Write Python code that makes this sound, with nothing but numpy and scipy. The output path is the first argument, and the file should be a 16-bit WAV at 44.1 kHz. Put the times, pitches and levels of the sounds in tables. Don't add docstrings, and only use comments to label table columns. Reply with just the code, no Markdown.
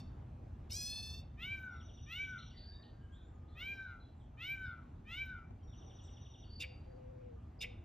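import sys
import numpy as np
from scipy import signal
from scipy.fft import rfft, irfft, next_fast_len
from scipy.io import wavfile
from scipy.ndimage import uniform_filter1d, map_coordinates

SR = 44100
rng = np.random.default_rng(int(sys.argv[2]) if len(sys.argv) > 2 else 0)


def int16_out(signal):
    q = np.round(np.clip(np.atleast_2d(signal).T, -1, 1) * 32767)
    wavfile.write(sys.argv[1], SR, q.astype(np.int16))


def attenuation_scalar(level_db):
    decades = np.asarray(level_db, float) / 20
    return 10 ** decades


N = 345744
T = np.arange(N) / SR
TOP_HZ = 15690


def unit(x):
    return x / np.sqrt(np.mean(x ** 2) + 1e-20)


def along(points, hz):
    f, v = np.transpose(points)
    return np.interp(np.log(hz + 1), np.log(f + 1), v)


def wobble(rate, size=N):
    knots = rng.standard_normal(int(size * rate / SR) + 4)
    return map_coordinates(knots, [np.arange(size) * rate / SR])


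def wobbles(rate, size, count, group):
    curves = np.array([wobble(rate, size=size) for _ in range(0, count, group)])
    return curves.repeat(group, 0)[:count]


def filtered(x, response):
    m = next_fast_len(x.shape[-1] + 8192)
    return irfft(rfft(x, m) * response(np.fft.rfftfreq(m, 1 / SR)), m)[..., :x.shape[-1]]


def span(rows):
    s, *cols = np.transpose(rows)
    t = np.arange(s[0], s[-1], 1 / SR)
    edge = np.clip(np.minimum(t - s[0], s[-1] - t) / 0.004, 0, 1)
    return round(s[0] * SR), edge, [np.interp(t, s, c) for c in cols]


def add(track, start, x):
    track[start:start + len(x)] += x[:len(track) - start]


def voice(calls, throat, count, sharp, steep, leak_db, jitter, rasp, shimmer_db,
          flutter_hz, flutter_db, breath_db, closing_db):
    patchy_db, leak_hz = 4, 3000
    gape_hz = 170
    out, k = np.zeros(N), np.arange(2, count + 1)[:, None]
    for rows in calls:
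        start, edge, (hz, beak_hz, db) = span(rows)
        n = len(hz)
        hz = uniform_filter1d(hz, size=1100, mode="nearest")
        glide = uniform_filter1d(np.abs(np.gradient(hz)) * SR, size=900) / 1000
        unsteady_hz = hz * (1 + (jitter + rasp * glide) * wobble(250, size=n))
        phase = 2 * np.pi * np.cumsum(unsteady_hz) / SR
        fall = np.maximum.accumulate(hz) - hz
        beat_hz = (flutter_hz + .7 * fall) * (1 + 0.12 * wobble(30, size=n))
        beat = 2 * np.pi * np.cumsum(beat_hz) / SR
        upper = attenuation_scalar(flutter_db) * np.clip(fall / 25 - 1, 0, 1)

        partial_hz = k * hz
        over = partial_hz / beak_hz
        gape = 1 + (hz.max() - hz - fall) / gape_hz
        ring = np.abs(sharp / gape * (1 - over ** 2) + 1j * over) ** -steep
        leak = attenuation_scalar(leak_db + patchy_db * wobbles(14, n, len(k), 3)) / (1 + (partial_hz / leak_hz) ** 3)

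        ceiling_hz = 10300 + 1.95 * beak_hz
        dull_db = closing_db * np.clip(k - 5, 0, None) * fall / 50
        dull_db = dull_db + 14 * np.clip(partial_hz - ceiling_hz, 0, None) / 1000
        gain = attenuation_scalar(along(throat, partial_hz) - dull_db) * (ring + leak) * (partial_hz < TOP_HZ)
        gain = gain * np.sqrt(2 / (1 + upper ** 2)) * attenuation_scalar(shimmer_db * wobbles(70, n, len(k), 2))

        spread = k ** 1.7 * (1 + glide + (k - 2) * fall / 25)
        air = attenuation_scalar(breath_db) * spread * wobbles(400, n, len(k), 1)
        angle = k * phase
        lines = np.sin(angle + k * k) + upper * (np.sin(angle + beat) + 0.24 * np.sin(angle - beat))
        stack = (lines + air * np.cos(angle)) / np.sqrt(1 + attenuation_scalar(2 * breath_db) * spread ** 2)
        add(out, start, edge * attenuation_scalar(db) * np.sum(gain * stack, 0))
    return out


def whine(rows, sharp):
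    # frequency in hertz, gain in dB.
    whine_throat = [(1500, -23), (2600, -6.5), (3500, -6.5), (5100, -3), (6100, -1), (7000, -10.5),
                    (8700, 12), (9600, -31), (11000, 10.5), (13500, 3), (15500, 2)]
    return voice([rows], whine_throat, count=20, sharp=sharp, steep=1.256, leak_db=-37, jitter=0.0054,
                 rasp=.007, shimmer_db=2.0, flutter_hz=0, flutter_db=-58, breath_db=-36.5, closing_db=9)


def near_whine():
    # time in seconds, pitch in hertz, beak resonance in hertz, level in dB.
    whine_path = [(.69, 689, 5200, -88), (.712, 717, 5260, -52), (.738, 799, 5900, -47),
                  (.785, 838, 5440, -46), (.865, 844.5, 5120, -44.5), (.93, 866, 4100, -43.5),
                  (1.1, 876, 4100, -48), (1.2, 894.4, 4000, -54), (1.24, 928, 3850, -76)]
    return whine(whine_path, sharp=4.38)


def melody(mew, db):
    # stage (0-1 climb, 1-2 arch, 2-3 fall), pitch as a share of top pitch,
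    # beak resonance in hertz, level in dB.
    mew_shape = [(0, .75, 2460, -77.5), (.25, .79, 2470, -60.5), (.6, .878, 2860, -49),
                 (0.999, .963, 2720, -44.5), (1.5, 1.002, 2340, -43), (1.951, .978, 1850, -47),
                 (2.24, .968, 1480, -48), (2.62, .875, 1485, -52), (3, .83, 1364, -70.5)]
    s, *stages_s, top_hz = mew
    stage, share, beak_hz, level_db = np.transpose(mew_shape)
    times = np.interp(stage, np.arange(len(stages_s) + 1), np.cumsum([s] + stages_s))
    return np.transpose([times, top_hz * share, beak_hz, db + level_db])


def mews():
    # start in seconds, climb in seconds, arch until the beak shuts in seconds,
    # fall in seconds, top pitch in hertz.
    mew_calls = [
        (1.37, .098, .127, .255, 783),
        (2.06, .118, .102, .18, 776),
        (3.55, .094, .136, .24, 797),
        (4.37, .1, .107, .263, 785),
        (5.05, .128, .084, .198, 782),
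    ]
    mew_strengths = [-0.2, 0.55, -0.91, 0.61, -0.24]
    # frequency in hertz, gain in dB.
    mew_throat = [(1500, -0.5), (2300, 1.5), (3000, -1.5), (3800, 5), (4500, -8.5), (5300, 2), (8700, 4),
                  (9700, -41.5), (11000, 20), (12400, 14.5), (14300, 29), (15500, 21.5)]
    return voice(map(melody, mew_calls, mew_strengths), mew_throat, count=22, sharp=4.75, steep=1.71,
                 leak_db=-26, jitter=0.0033, rasp=.0008, shimmer_db=1.5, flutter_hz=44.85, flutter_db=-2.0,
                 breath_db=-34, closing_db=.85)


def chips():
    # start in seconds, length in seconds, level in dB, beak closing at the middle (no unit).
    chip_calls = [
        (.694, 0.032, -56, -1.5),
        (6.594, 0.074, -44, 0.68),
        (7.603, 0.067, -42.5, 0.63),
    ]
    # frequency in hertz, noise density in dB per hertz.
    beak_open = [(710, -63), (1200, -36), (2030, -33), (2330, -8), (2770, -2), (3180, -16.5), (3660, -0.5),
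                 (4160, -20.5), (5150, -12.5), (5680, -19), (7580, -22), (9700, -19.5), (10000, -33),
                 (11100, -21.5), (15500, -47)]
    beak_shut = [(710, -70), (1200, -27), (1640, -21.5), (2260, 3.5), (2890, -3.5), (4120, -32),
                 (4780, -30.5), (5680, -43.5), (8080, -35), (10100, -60), (15500, -37)]
    attack_s, release_s, edge_db = 0.012, 0.024, -22
    out = np.zeros(N)
    for s, length, top_db, shut in chip_calls:
        turns = s + np.array([0, attack_s, length - release_s, length])
        levels = top_db + edge_db * np.array([1, 0, 0, 1])
        start, edge, (db,) = span(np.transpose([turns, levels]))
        n = len(db)
        flap_hz = 230 * (1 + 0.304 * wobble(100, size=n))
        flaps = 1 + 0.16 * np.sin(2 * np.pi * np.cumsum(flap_hz) / SR)
        opened, closed = (unit(filtered(flaps * rng.standard_normal(n), lambda hz: attenuation_scalar(along(beak, hz))))
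                          for beak in (beak_open, beak_shut))
        ramp = np.clip(np.linspace(-1, 1, n) * 2.1 + shut, 0, 1)
        add(out, start, edge * attenuation_scalar(db) * (np.sqrt(1 - ramp) * opened + np.sqrt(ramp) * closed))
    return out


def whistles(notes, buzz=0, buzz_hz=230, unsteady=0.0049):
    out = np.zeros(N)
    for s, length, a, b, c, db in notes:
        u = np.linspace(-1, 1, round(length * SR))
        bend_hz = b + (c - a) / 2 * u + ((a + c) / 2 - b) * u * u
        hz = bend_hz * (1 + unsteady * wobble(60, size=len(u)))
        swell = np.sqrt(1 - u ** 4) * (1 + buzz * np.sin(np.pi * buzz_hz * length * u))
        level = attenuation_scalar(db + 5 + wobble(22, size=len(u)))
        add(out, round(s * SR), level * swell * np.sin(2 * np.pi * np.cumsum(hz) / SR))
    return out


def arched(notes, arch):
    return [(s, length, a, (a + b) / 2 * (1 + arch), b, db) for s, length, a, b, db in notes]


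def chip_peep():
    # start in seconds, length in seconds, start and end pitch in hertz, level in dB.
    thin_tone = [(7.59, 0.059, 4960, 5380, -65.5)]
    return whistles(arched(thin_tone, 0))


def earlier_whine():
    # time in seconds, pitch in hertz, beak resonance in hertz, level in dB.
    whine_end = [(0, 920, 5070, -59.5), (.025, 868, 5040, -76)]
    return whine(whine_end, sharp=1.75)


def wren():
    # start in seconds, trill beats, trill level in dB, buzz start in seconds, buzz level in dB.
    wren_songs = [
        (1.704, 9, -69.5, 2.56, -65.5),
        (5.63, 9, -70.5, 6.5, -64.5),
    ]
    slurs, buzzes = [], []
    for s, beats, db, buzz_s, buzz_db in wren_songs:
        slurs.append((s, .09, 5600, 5650, 5600, db - 11.5))
        for beat in s + .093 + .0877 * np.arange(round(beats)):
            slurs.append((beat, .024, 3750, 3250, 2650, db - 2.0 + 5 * (beat - s)))
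            slurs.append((beat - .045, .035, 3500, 3750, 3300, db - 9))
            if beat < s + .75:
                slurs.append((beat + .052, .026, 6100, 5800, 5500, db - 2.0))
                slurs.append((beat + .005, .045, 5550, 5750, 6000, db - 9.0))
        buzzes.append((buzz_s - .06, .08, 4470, 4510, 4560, buzz_db - 16.5))
        buzzes.append((buzz_s, .16, 4560, 4600, 4640, buzz_db))
        slurs.append((buzz_s + 0.13, .14, 4640, 4680, 4660, buzz_db - 10))
        slurs.append((buzz_s + 0.21, .26, 4660, 4650, 4620, buzz_db - 28.5))
    return whistles(slurs, unsteady=.008) + whistles(buzzes, buzz=0.52, unsteady=.012)


def small_birds():
    # start in seconds, length in seconds, start and end pitch in hertz, level in dB.
    hooks = [(2.375, 0.039, 2796, 2500, -62.5), (2.565, .031, 3020, 2250, -66.5)]
    chirps = [(2.82, 0.02, 4750, 2530, -67), (3.48, .029, 3230, 4220, -82),
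              (3.85, 0.035, 3410, 3580, -76.5)]
    peeps = [(2.54, .022, 1970, 1880, -71.5), (2.72, .04, 3520, 3870, -71),
             (3.01, 0.041, 3040, 2914, -81.5), (3.12, 0.046, 3060, 3660, -74),
             (3.17, .044, 3970, 3280, -77), (3.52, 0.055, 3440, 3460, -77), (3.91, 0.022, 2200, 1970, -79),
             (4.0, 0.029, 4070, 3750, -73), (4.03, 0.028, 3440, 3370, -83), (4.06, 0.029, 4060, 3740, -87),
             (4.2, 0.027, 3700, 3000, -79.5), (5.61, .024, 3180, 3170, -83.5),
             (7.2, 0.034, 2560, 2170, -90), (3.27, 0.35, 1223, 1195, -80), (7.36, 0.068, 1217, 1203, -80)]
    seeps = [(2.97, .11, 6400, 7600, -100), (3.12, 0.038, 6900, 6800, -85), (3.22, .09, 6500, 7150, -90.5),
             (3.33, .04, 6700, 6680, -93), (3.5, 0.052, 6100, 7300, -100), (4.15, .1, 7000, 7440, -94.5),
             (6.015, .017, 5840, 7300, -82.5), (6.03, 0.029, 7300, 7310, -78),
             (2.6, 0.25, 1480, 1760, -78.5), (2.9, 0.38, 1550, 1505, -82.5)]
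    notes = arched(hooks, .57) + arched(chirps, 0.11) + arched(peeps, .012) + arched(seeps, 0.061)
    return attenuation_scalar(-3) * whistles(notes, buzz=0.44, buzz_hz=152.7, unsteady=.02)


def dove():
    # start in seconds, length in seconds, start and end pitch in hertz, level in dB.
    coos = [
        (6.58, 0.17, 468, 499, -63.5),
        (6.86, 0.53, 513, 460, -59),
        (7.58, 0.17, 452, 483, -62),
    ]
    return whistles(arched(coos, 0.046), unsteady=0.022) * [[1.3], [-.65]]


def yard(x, wall_s, wall_db):
    # frequency in hertz, time to decay by 60 dB in seconds.
    decay_times = [(500, 0.44), (1500, 0.47), (2500, 0.59), (4600, 0.36), (7000, 0.23), (12000, 0.046)]
    out = np.zeros(N + 2 * SR)
    for start in range(0, N, SR // 2):
        hz, t, z = signal.stft(rng.standard_normal(SR * 3 // 4), SR, nperseg=256)
        decay = attenuation_scalar(-60 * t / along(decay_times, hz)[:, None])
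        wall = 1 + attenuation_scalar(wall_db) * np.exp(-((t - wall_s) / 0.011) ** 2)
        tail = signal.istft(z * decay * wall, SR, nperseg=256)[1]
        tail = tail / np.linalg.norm(tail)
        add(out, start + 300, signal.fftconvolve(x[start:start + SR // 2], tail))
    return out[:N]


def ports(x):
    lead = [(0, 0), (1640, .4), (2500, .55), (3960, .55), (4800, .9), (5100, -.6), (6500, 1.1), (7240, 1.6),
            (8000, 2.2), (9000, 2.75), (9800, 3.14), (11900, 4), (13400, 5.2), (15200, 6)]
    # frequency in hertz, left minus right level in dB.
    lean = [(60, 2.5), (110, 3), (200, -12), (380, 6), (700, -7.5), (1290, 2.5), (2380, 0), (4400, 0.0),
            (8120, 2), (15000, 1)]

    def half(hz):
        return attenuation_scalar(along(lean, hz) / 2) * np.exp(.5j * along(lead, hz))

    return filtered(x, lambda hz: np.array([half(hz), 1 / half(hz)]))


def knocks():
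    # start in seconds, peak level in dB.
    taps = [
        (.28, -68),
        (5.508, -44.5),
    ]
    out, t = np.zeros(N), T[:SR // 20]
    for s, db in taps:
        add(out, round(s * SR), attenuation_scalar(db - 60 * t / 0.028) * rng.standard_normal(len(t)))
    return filtered(out, lambda hz: 4 / (1 + (hz / 500) ** 2)) * [[1.3], [-.6]]


def town():
    # time in seconds, traffic strength in dB.
    traffic = [(0.0, -49.5), (0.37, -51.5), (0.59, -51), (2.05, -54.5), (4.0, -55.5), (4.65, -53.5),
               (5.17, -53), (5.74, -54), (6.07, -54.5), (7.84, -53.5)]
    # frequency in hertz, density in dB per hertz.
    rumble_spectrum = [(12, -42), (20, -12.5), (59, -1), (81, 1.5), (124, -5), (184, -15.5), (237, -12.5),
                       (420, -37), (550, -54), (920, -120)]
    rush_spectrum = [(180, -31.5), (300, 0), (439, -6), (517, -8.5), (808, -7.5), (892, -11.5), (1730, -21),
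                     (2650, -25.5), (3690, -30.5), (4890, -37), (6270, -37.5), (9470, -49.5),
                     (15500, -54.5)]
    # frequency in hertz, side minus mid level in dB.
    width_spectrum = [(60, -46), (110, -37.5), (200, -15.5), (380, -6), (700, -0.5), (1290, -1.5),
                      (2380, -14.5), (4400, -12), (8120, 5.5), (15000, 4)]
    rumble_db = np.interp(T, *np.transpose(traffic))
    rush_db = -68.5 + 0.6 * (rumble_db - rumble_db.mean()) + .9 * wobble(2.913)

    def wide(hz):
        return attenuation_scalar([0 * hz, along(width_spectrum, hz)])

    z = signal.stft(rng.standard_normal((2, N)), nperseg=512)[2]
    field = rng.standard_normal(z.shape[1:])
    field = uniform_filter1d(uniform_filter1d(field, 6, 0), 14, 1)
    patchy = signal.istft(z * attenuation_scalar(1.7 * unit(field)), nperseg=512)[1][:, :N]
    rush = filtered(patchy, lambda hz: attenuation_scalar(along(rush_spectrum, hz)) * wide(hz))
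    rumble = filtered(rng.standard_normal((2, N)), lambda hz: attenuation_scalar(along(rumble_spectrum, hz)) * wide(hz))
    rush = rush / np.std(rush[0]) * attenuation_scalar(rush_db)
    rumble = rumble / np.std(rumble[0]) * attenuation_scalar(rumble_db + 1.5 + 0.55 * wobble(8.6))
    mid, side = rush + rumble
    return np.array([mid + side, mid - side])


def scene():
    near = near_whine() + mews() + chips() + chip_peep()
    song, far, earlier = wren(), small_birds(), earlier_whine()
    distant = yard(attenuation_scalar(1.5) * song + attenuation_scalar(4) * far + earlier, wall_s=0.06, wall_db=-9)
    trees = near + attenuation_scalar(-18) * yard(near, wall_s=.09, wall_db=-9.5)
    trees = trees + attenuation_scalar(.6) * song + far + attenuation_scalar(2.5) * earlier + attenuation_scalar(-5.0) * distant
    return ports(trees) + dove() + knocks() + town()


def band_limit(x):
    return signal.sosfilt(signal.butter(12, 15690, fs=SR, output="sos"), x)


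def record(dry):
    # frequency in hertz, gain in dB.
    microphone = [(24, -18), (33, 0), (9200, 0), (9600, -13.5), (10200, -6.5), (10800, 1.5), (15550, 1.5),
                  (15800, -39.5)]
    mix = filtered(dry, lambda hz: attenuation_scalar(along(microphone, hz)))
    return band_limit(mix)


dry = scene()
out = record(dry)
int16_out(out)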